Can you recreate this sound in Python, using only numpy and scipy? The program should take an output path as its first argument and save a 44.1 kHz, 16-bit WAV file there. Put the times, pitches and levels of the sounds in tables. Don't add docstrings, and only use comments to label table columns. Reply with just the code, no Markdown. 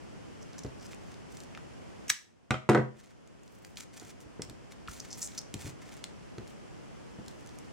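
import sys
import numpy as np
from scipy import signal
from scipy.fft import rfft, irfft, next_fast_len
from scipy.io import wavfile
from scipy.ndimage import uniform_filter1d, minimum_filter1d

SR = 44100
rng = np.random.default_rng(int(sys.argv[2]) if len(sys.argv) > 2 else 0)


def file_out(sig):
    cols = np.atleast_2d(sig).T
    lim = np.clip(cols, -1, 1)
    pcm = np.round(lim * 32767).astype(np.int16)
    wavfile.write(sys.argv[1], SR, pcm)


N = 340452


def undb(db):
    return 10 ** (np.asarray(db) / 20)


def clock(seconds):
    return np.arange(max(int(seconds * SR), 8)) / SR


def fade(t, t60):
    return np.exp(-np.log(1000) * t / t60)


def at_rms(x, db):
    return x * undb(db) / np.sqrt(np.mean(x ** 2))


def short_power(x):
    return np.abs(uniform_filter1d(x ** 2, size=441, mode="constant"))


def at_peak(x, db):
    return x * undb(db) / np.sqrt(short_power(x).max())


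def tone(points):
    hz, db = np.transpose(points)
    return lambda f: np.interp(np.log(f), np.log(hz), db)


def hump(hz, octaves):
    return lambda f: -20 * np.log10(1 + (np.log2(f / hz) / (2 * octaves)) ** 2 * 2)


def colour(x, *shapes):
    n = 2 * next_fast_len(len(x) // 2 + 1024)
    f = np.maximum(np.arange(n // 2 + 1) * SR / n, 1)
    cepstrum = irfft(np.log(undb(sum(shape(f) for shape in shapes))))
    cepstrum[1:n // 2] *= 2
    cepstrum[n // 2 + 1:] = 0
    return irfft(rfft(x, n) * np.exp(rfft(cepstrum)), n)[:len(x)]


def noise(samples, *shapes):
    return colour(rng.standard_normal(samples), *shapes)


def add(track, start_s, x):
    i = int(start_s * SR)
    track[i:i + len(x)] += x[:len(track) - i]


def burst(t, t60, scatter):
    x = rng.standard_normal(len(t)) * fade(t, t60)
    x *= scatter / np.linalg.norm(x)
    x[0] += 1
    return x


def ring(t, modes, spread_db, damping):
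    out = np.zeros(len(t))
    for hz, db, t60 in modes:
        share = rng.choice([-1, 1]) * undb(db + spread_db * rng.standard_normal())
        out += share * np.sin(2 * np.pi * hz * t) * fade(t, t60 / damping)
    return out


def friction(length_s, slips_per_s, spread_db, edge, max_samples=32768):
    n = min(len(clock(length_s)), max_samples)
    strength, side, catch, floor = rng.random((max_samples, 4))[:n].T
    sizes = undb(spread_db * np.minimum(-np.log(1 - strength), 4)) * np.sign(side - .5)
    slips = sizes * (catch < slips_per_s / SR) * signal.windows.tukey(n, edge)
    return np.pad(slips + 1e-9 * (floor - .5), (0, 256))


# frequency_hz, level_db
ROOM_TONE = [(20, -28.5), (45, -4.5), (100, -1.5), (160, -0.5), (300, -2.5), (550, -6.5), (1300, -13),
             (3100, -18), (3800, -25.5), (5200, -22.5), (7500, -26.5), (10500, -34.5), (12500, -45.5),
             (16000, -47)]
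# frequency_hz, side_over_mid_db
ROOM_WIDTH = [(60, 7.5), (200, 8.5), (700, 3.5), (2400, -2), (6000, -0.5)]

def room_noise(mid_db=-53.5):
    mid = noise(N, tone(ROOM_TONE))
    side = noise(N, tone(ROOM_TONE), tone(ROOM_WIDTH))
    return undb(mid_db) / mid.std() * np.array([mid + side, mid - side])


def room(x, tail_db, early_db, right_lag_samples):
    t, channels = clock(.6), []
    for lag in (0, right_lag_samples):
        low = noise(len(t), lambda f: -10 * np.log10(1 + (f / 1500) ** 2))
        high = noise(len(t), tone([(300, -12.5), (2000, 2.5), (7500, 1.5), (13000, -6)]))
        onset = np.clip(t / 0.0044 - 1, 0, 1)
        tail = (low * fade(t, t60=0.34) + high * fade(t, t60=0.29)) * onset
        tail *= undb(tail_db) / np.linalg.norm(tail)
        early = noise(len(t), tone([(250, -7.5), (900, -6.5)])) * fade(t, t60=0.081)
        early *= undb(early_db) / np.linalg.norm(early)
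        direct = np.sinc(np.arange(len(t)) - 4 - lag) * (t < .0003)
        channels.append(signal.fftconvolve(x, direct + early + tail)[:N])
    return np.array(channels)


# frequency_hz, level_db
PAPER_TONE = [(200, -18), (900, -5), (1800, 3.5), (4000, -3), (6500, 1), (8500, -2), (11500, -11.5),
              (16000, -14.5)]
# start_s, length_s, level_db, treble_tilt_db_per_octave
PAPER_STROKES = [(0.378, 0.36, -67.5, -7), (.765, .2, -61, 0), (0.975, .18, -65.5, -1.5),
                 (1.288, .17, -63.5, 2), (2.936, .21, -57.5, -1.5), (3.397, 0.38, -65.5, 7),
                 (3.761, 0.089, -46, 1), (3.915, .22, -53, .5), (4.196, 0.045, -58.5, 3.5),
                 (4.414, 0.043, -52, 0), (4.705, 0.032, -54.5, -0.5), (4.879, 0.11, -51.5, 2),
                 (4.942, .5, -58, 0), (5.139, .15, -51, 6), (5.549, .18, -51, 1),
                 (5.794, 0.23, -58.5, -1.5), (6.459, 0.076, -64, 1), (7.202, 0.51, -69.5, .5)]

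def paper_brushing(grip_db=5.4, patch_samples=400):
    out = np.zeros(N)
    for start_s, length_s, db, tilt_db in PAPER_STROKES:
        slips = friction(length_s, slips_per_s=3200, spread_db=3, edge=0.37)
        patches = np.arange(0, len(slips), patch_samples)
        grip = np.interp(np.arange(len(slips)), patches, rng.standard_normal(100)[:len(patches)])
        tilt = lambda f: tilt_db * np.log2(np.maximum(f, 1500))
        crackle = colour(slips * undb(grip_db * grip), tone(PAPER_TONE), tilt)
        add(out, start_s, at_rms(crackle, db))
    return out


# frequency_hz, level_db
POINT_TONE = [(1000, 10), (3800, -11.5), (5300, -3), (8000, -3.5), (11000, -4.5), (16000, -7)]
# start_s, length_s, level_db, pitch_hz
POINT_SCRAPES = [(0.412, 0.021, -58, 5600), (0.58, .014, -49.5, 5930), (.634, 0.0056, -52, 5460),
                 (0.794, 0.074, -61, 5240), (4.998, 0.006, -40, 5470), (5.101, 0.051, -48.5, 5460),
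                 (5.215, 0.019, -35, 6400), (5.228, 0.042, -41, 7500), (5.376, .017, -36.5, 5370)]

def point_scrapes():
    out = np.zeros(N)
    for start_s, length_s, db, hz in POINT_SCRAPES:
        slips = friction(length_s, slips_per_s=3000, spread_db=4.5, edge=0.17)
        chatter = colour(slips, hump(hz, octaves=0.21), tone(POINT_TONE))
        add(out, start_s, at_rms(chatter, db))
    return out


# frequency_hz, level_db
CLICK_TONE = [(200, -40), (1000, 5.5), (2500, 4.5), (8000, 3.5), (11000, -3), (16000, -10)]

def click(db, hz, octaves, length_s=.04, t60=0.011, scatter=1.74):
    contact = burst(clock(length_s), t60, scatter)
    return at_peak(colour(contact, hump(hz, octaves), tone(CLICK_TONE)), db)


# start_s, level_db, pitch_hz, width_octaves
TOOL_CLICKS = [(0.5903, -52, 5570, .6), (.9322, -51.5, 2200, .64), (1.37, -52.5, 5710, 0.48),
               (1.4037, -53.5, 6000, 0.49), (1.5496, -49, 2360, 0.41), (1.575, -47.5, 1090, 0.69),
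               (3.2747, -56.5, 6053, .8), (3.6481, -45, 4150, 1.4), (3.7713, -38.5, 4100, 0.46),
               (3.9978, -46.5, 6360, 0.46), (4.4198, -35.5, 5200, 0.46), (4.498, -47.5, 4300, 1.8),
               (4.876, -47, 2650, 0.53), (4.8827, -39.5, 1500, 0.16), (5.129, -40, 5810, .25),
               (5.274, -44, 7850, 0.32), (5.5409, -38.5, 4680, 2.1), (6.0408, -38.5, 3770, 1.14),
               (6.383, -50.5, 1800, 1.1), (7.2818, -49.5, 5630, 0.81), (7.587, -53.5, 7110, 0.74)]

def tool_clicks():
    out = np.zeros(N)
    for start_s, db, hz, octaves in TOOL_CLICKS:
        add(out, start_s, click(db, hz, octaves))
    return out


def snags(ticks_per_s=7.6, spread_octaves=0.61):
    out = np.zeros(N)
    for start_s, length_s, _, _ in PAPER_STROKES:
        for place, offset_db, pitch in rng.uniform(-1, 1, (round(length_s * ticks_per_s), 3)):
            tick = click(db=-58.5 + offset_db, hz=5600 * 2 ** (spread_octaves * pitch), octaves=.65)
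            add(out, start_s + length_s * (place + 1) / 2, tick)
    return out


# pitch_hz, level_db, undamped_t60_s
BOARD_MODES = [(55, -11, 0.29), (104, -18, 0.27), (130.2, -4.5, 0.38), (216.4, -4, 0.4), (276, -7.5, 0.16),
               (303.6, -1, .16), (345, 4.5, 0.18), (391, -4, 0.16), (447.4, -2, 0.21), (502, 0, 0.16),
               (588, -7, 0.19), (723, -1, 0.19), (843, -5.5, 0.179), (962, -11.5, 0.26),
               (1257, -3.5, 0.134), (1351, 2.5, 0.17), (1520, -7, 0.181), (1973, 0.5, 0.13)]
# frequency_hz, level_db
BOARD_THUD = [(30, -20.5), (60, -5.5), (125, -2.5), (200, -5), (420, -4.5), (1000, -5.5), (2000, 0.5),
              (2600, -27.5), (6000, -28), (12000, -34.5)]

def board_knock(db, contact_hz, modes_db, damping):
    t = clock(.5)
    modes = ring(t, BOARD_MODES, spread_db=1.5, damping=damping)
    thud = colour(burst(t, t60=0.12, scatter=1.43), tone(BOARD_THUD))
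    body = at_peak(modes, modes_db) + at_peak(thud, 0)
    push = lambda f: -10 * np.log10((1 + (f / contact_hz) ** 4) * (1 + (contact_hz / (6 * f)) ** 4))
    return at_peak(colour(body, push), db)


# start_s, level_db, contact_cutoff_hz, slide_s
HAND_BUMPS = [(0.6481, -36, 272, 0.054), (2.098, -36, 249, 0.033), (4.021, -46.5, 510, 0.047),
              (4.259, -48, 334, .02), (4.395, -35, 337, 0.114), (4.508, -46, 200, .03),
              (4.884, -45.5, 91, 0.39), (5.542, -38, 189, 0.13), (5.645, -39.5, 172, 0.065),
              (5.664, -40.5, 170, 0.036), (6.382, -40, 299, 0.07), (7.187, -42.5, 319, 0.017)]

def hand_bumps():
    out = np.zeros(N)
    for start_s, db, contact_hz, _ in HAND_BUMPS:
        add(out, start_s, board_knock(db, contact_hz, modes_db=-12, damping=2.77))
    return out


# frequency_hz, level_db
SLIDE_TONE = [(25, -19.5), (55, 6.5), (130, 6), (300, -3.5), (750, -6.5), (1500, -22), (3000, -24),
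              (8000, -38.5)]

def hand_slides(relative_db=-17):
    out = np.zeros(N)
    for start_s, bump_db, _, slide_s in HAND_BUMPS:
        slips = friction(slide_s, slips_per_s=980, spread_db=2, edge=0.22)
        add(out, start_s, at_rms(colour(slips, tone(SLIDE_TONE)), bump_db + relative_db))
    return out


# pitch_hz, level_db, undamped_t60_s
HANDLE_MODES = [(537, -2, 0.25), (634, -4, 0.52), (752.5, -4, .27), (832, -6.5, 0.26), (1181, 2, 0.12),
                (1290, 4, 0.075), (1630, -7, 0.084), (2075, -8.5, 0.13), (2220, -4, 0.12), (2450, -11, .13),
                (2850, -18, 0.07), (3160, -7, 0.071), (3550, -28, .07)]
# frequency_hz, level_db
HANDLE_CRACK = [(150, 6.5), (600, -10.5), (1300, 3.5), (2200, -9), (2700, -5), (3400, -10.5), (5000, -17),
                (12000, -48)]

def scissors_landing(table_db, contact_hz, handle_db, tick_db):
    t = clock(.5)
    modes = ring(t, HANDLE_MODES, spread_db=4, damping=1.8)
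    crack = colour(burst(t, t60=0.028, scatter=2.8), tone(HANDLE_CRACK))
    handle = at_peak(modes, -0.87) + at_peak(crack, 0)
    tick = click(tick_db, hz=6150, octaves=0.56, length_s=.5, t60=0.02, scatter=1.3)
    knock = board_knock(table_db, contact_hz, modes_db=-4, damping=1.33)
    return knock + at_peak(handle, handle_db) + tick


# start_s, table_db, contact_cutoff_hz, handle_db, tick_db, first_hop_s, table_change_db_per_hop
LANDINGS = [(2.5069, -14, 230, -11.5, -27, 0.034, -13), (2.6899, -4.5, 610, -18.5, -34, .042, -12.5),
            (2.696, -11, 576, -16.5, -25.5, .021, -16), (2.748, -8, 1100, -18.5, -36.5, .027, -4.5)]

def scissors_set_down(contacts=3, hop_shrink=0.38, hop_soften=0.6, handle_hop_db=-8, tick_hop_db=-17):
    out = np.zeros(N)
    for start_s, table_db, contact_hz, handle_db, tick_db, hop_s, table_hop_db in LANDINGS:
        for hop in range(contacts):
            hit = scissors_landing(table_db + hop * table_hop_db, contact_hz * hop_soften ** hop,
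                                   handle_db + hop * handle_hop_db, tick_db + hop * tick_hop_db)
            add(out, start_s, hit)
            start_s += hop_s * hop_shrink ** hop
    return colour(out, tone([(30, -12), (70, -10), (120, -0.5)]))


# pitch_hz, level_db, undamped_t60_s
BLADE_MODES = [(1647, 1, 0.25), (2128, 2, 0.24), (2375, 1.5, 0.26), (3900, 3.5, 0.15), (5100, -9.5, 0.16),
               (5790, -8.5, .2), (6170, -4, 0.34), (6050, -5, 0.12), (7850, -3, 0.18), (8700, -5.5, .16),
               (11400, -19.5, 0.13)]
# frequency_hz, level_db
CLACK_TONE = [(300, -44), (1000, -13.5), (1570, -8), (2400, 3), (3100, -7.5), (3800, -14.5), (4600, -15),
              (6000, 1.5), (7100, -11), (8000, -6.5), (9800, -16.5), (15500, -19.5)]

def blade_clack(db, ring_db):
    t = clock(.5)
    crack = colour(burst(t, t60=0.019, scatter=6), tone(CLACK_TONE))
    bark = ring(t, BLADE_MODES, spread_db=-3.1, damping=12)
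    ringing = ring(t, BLADE_MODES, spread_db=-3.5, damping=1.1)
    blades = at_peak(crack, 0) + at_peak(bark, -4.5) + at_peak(ringing, ring_db)
    return at_peak(colour(blades, tone([(250, -29), (750, -11), (1400, -4.5)])), db)


# frequency_hz, level_db
PIVOT_TONE = [(400, -31), (1100, -3), (2300, -1), (4300, -3.5), (6200, -0.5), (9500, -12.5), (15000, -27)]

def scissors_snip(graze_s=2.08, shut_s=2.1, rebound_s=2.1095):
    out, t = np.zeros(N), clock(0.41)
    slips = friction(length_s=.0192, slips_per_s=14000, spread_db=-5, edge=0.21)
    swell_db = np.interp(np.linspace(0, 1, len(slips)), [0, .4, .75, 1], [-44, -38, 0, -2])
    graze = colour(slips * undb(swell_db), tone(CLACK_TONE), lambda f: 1.8 * np.log2(f))
    add(out, graze_s, at_rms(graze, -15.5))
    add(out, shut_s, blade_clack(db=-2, ring_db=-33))
    add(out, rebound_s, blade_clack(db=-26.5, ring_db=-26))
    buzz = colour(rng.standard_normal(len(t)) * fade(t, t60=0.29), tone(PIVOT_TONE))
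    add(out, shut_s, at_peak(buzz, -22.5))
    return out


def scene():
    background = room_noise()
    snip = room(scissors_snip(), tail_db=-16, early_db=-8, right_lag_samples=1.1)
    on_board = scissors_set_down() + hand_bumps() + hand_slides()
    table = room(on_board, tail_db=-9, early_db=-6.5, right_lag_samples=1)
    fine_work = paper_brushing() + point_scrapes() + tool_clicks() + snags()
    fingers = room(fine_work, tail_db=-13.5, early_db=-9.5, right_lag_samples=-0.77)
    return background + fingers + table + snip


def record(dry, limit_db=-24, release_s=1.356, top_hz=16000):
    treble = signal.sosfilt(signal.butter(2, 4000, "high", fs=SR, output="sos"), dry.mean(axis=0))
    over_db = np.maximum(10 * np.log10(short_power(treble) + 1e-12) - limit_db, 0)
    recovery = np.exp(-np.arange(N) / SR / release_s)
    held_db = np.maximum.accumulate(over_db / recovery) * recovery
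    look_ahead_db = minimum_filter1d(-held_db, size=600)
    gain = undb(uniform_filter1d(look_ahead_db, size=150))
    low_pass = signal.ellip(8, .2, 70, top_hz, fs=SR, output="sos")
    return signal.sosfilt(low_pass, dry * gain)


dry = scene()
out = record(dry)
file_out(out)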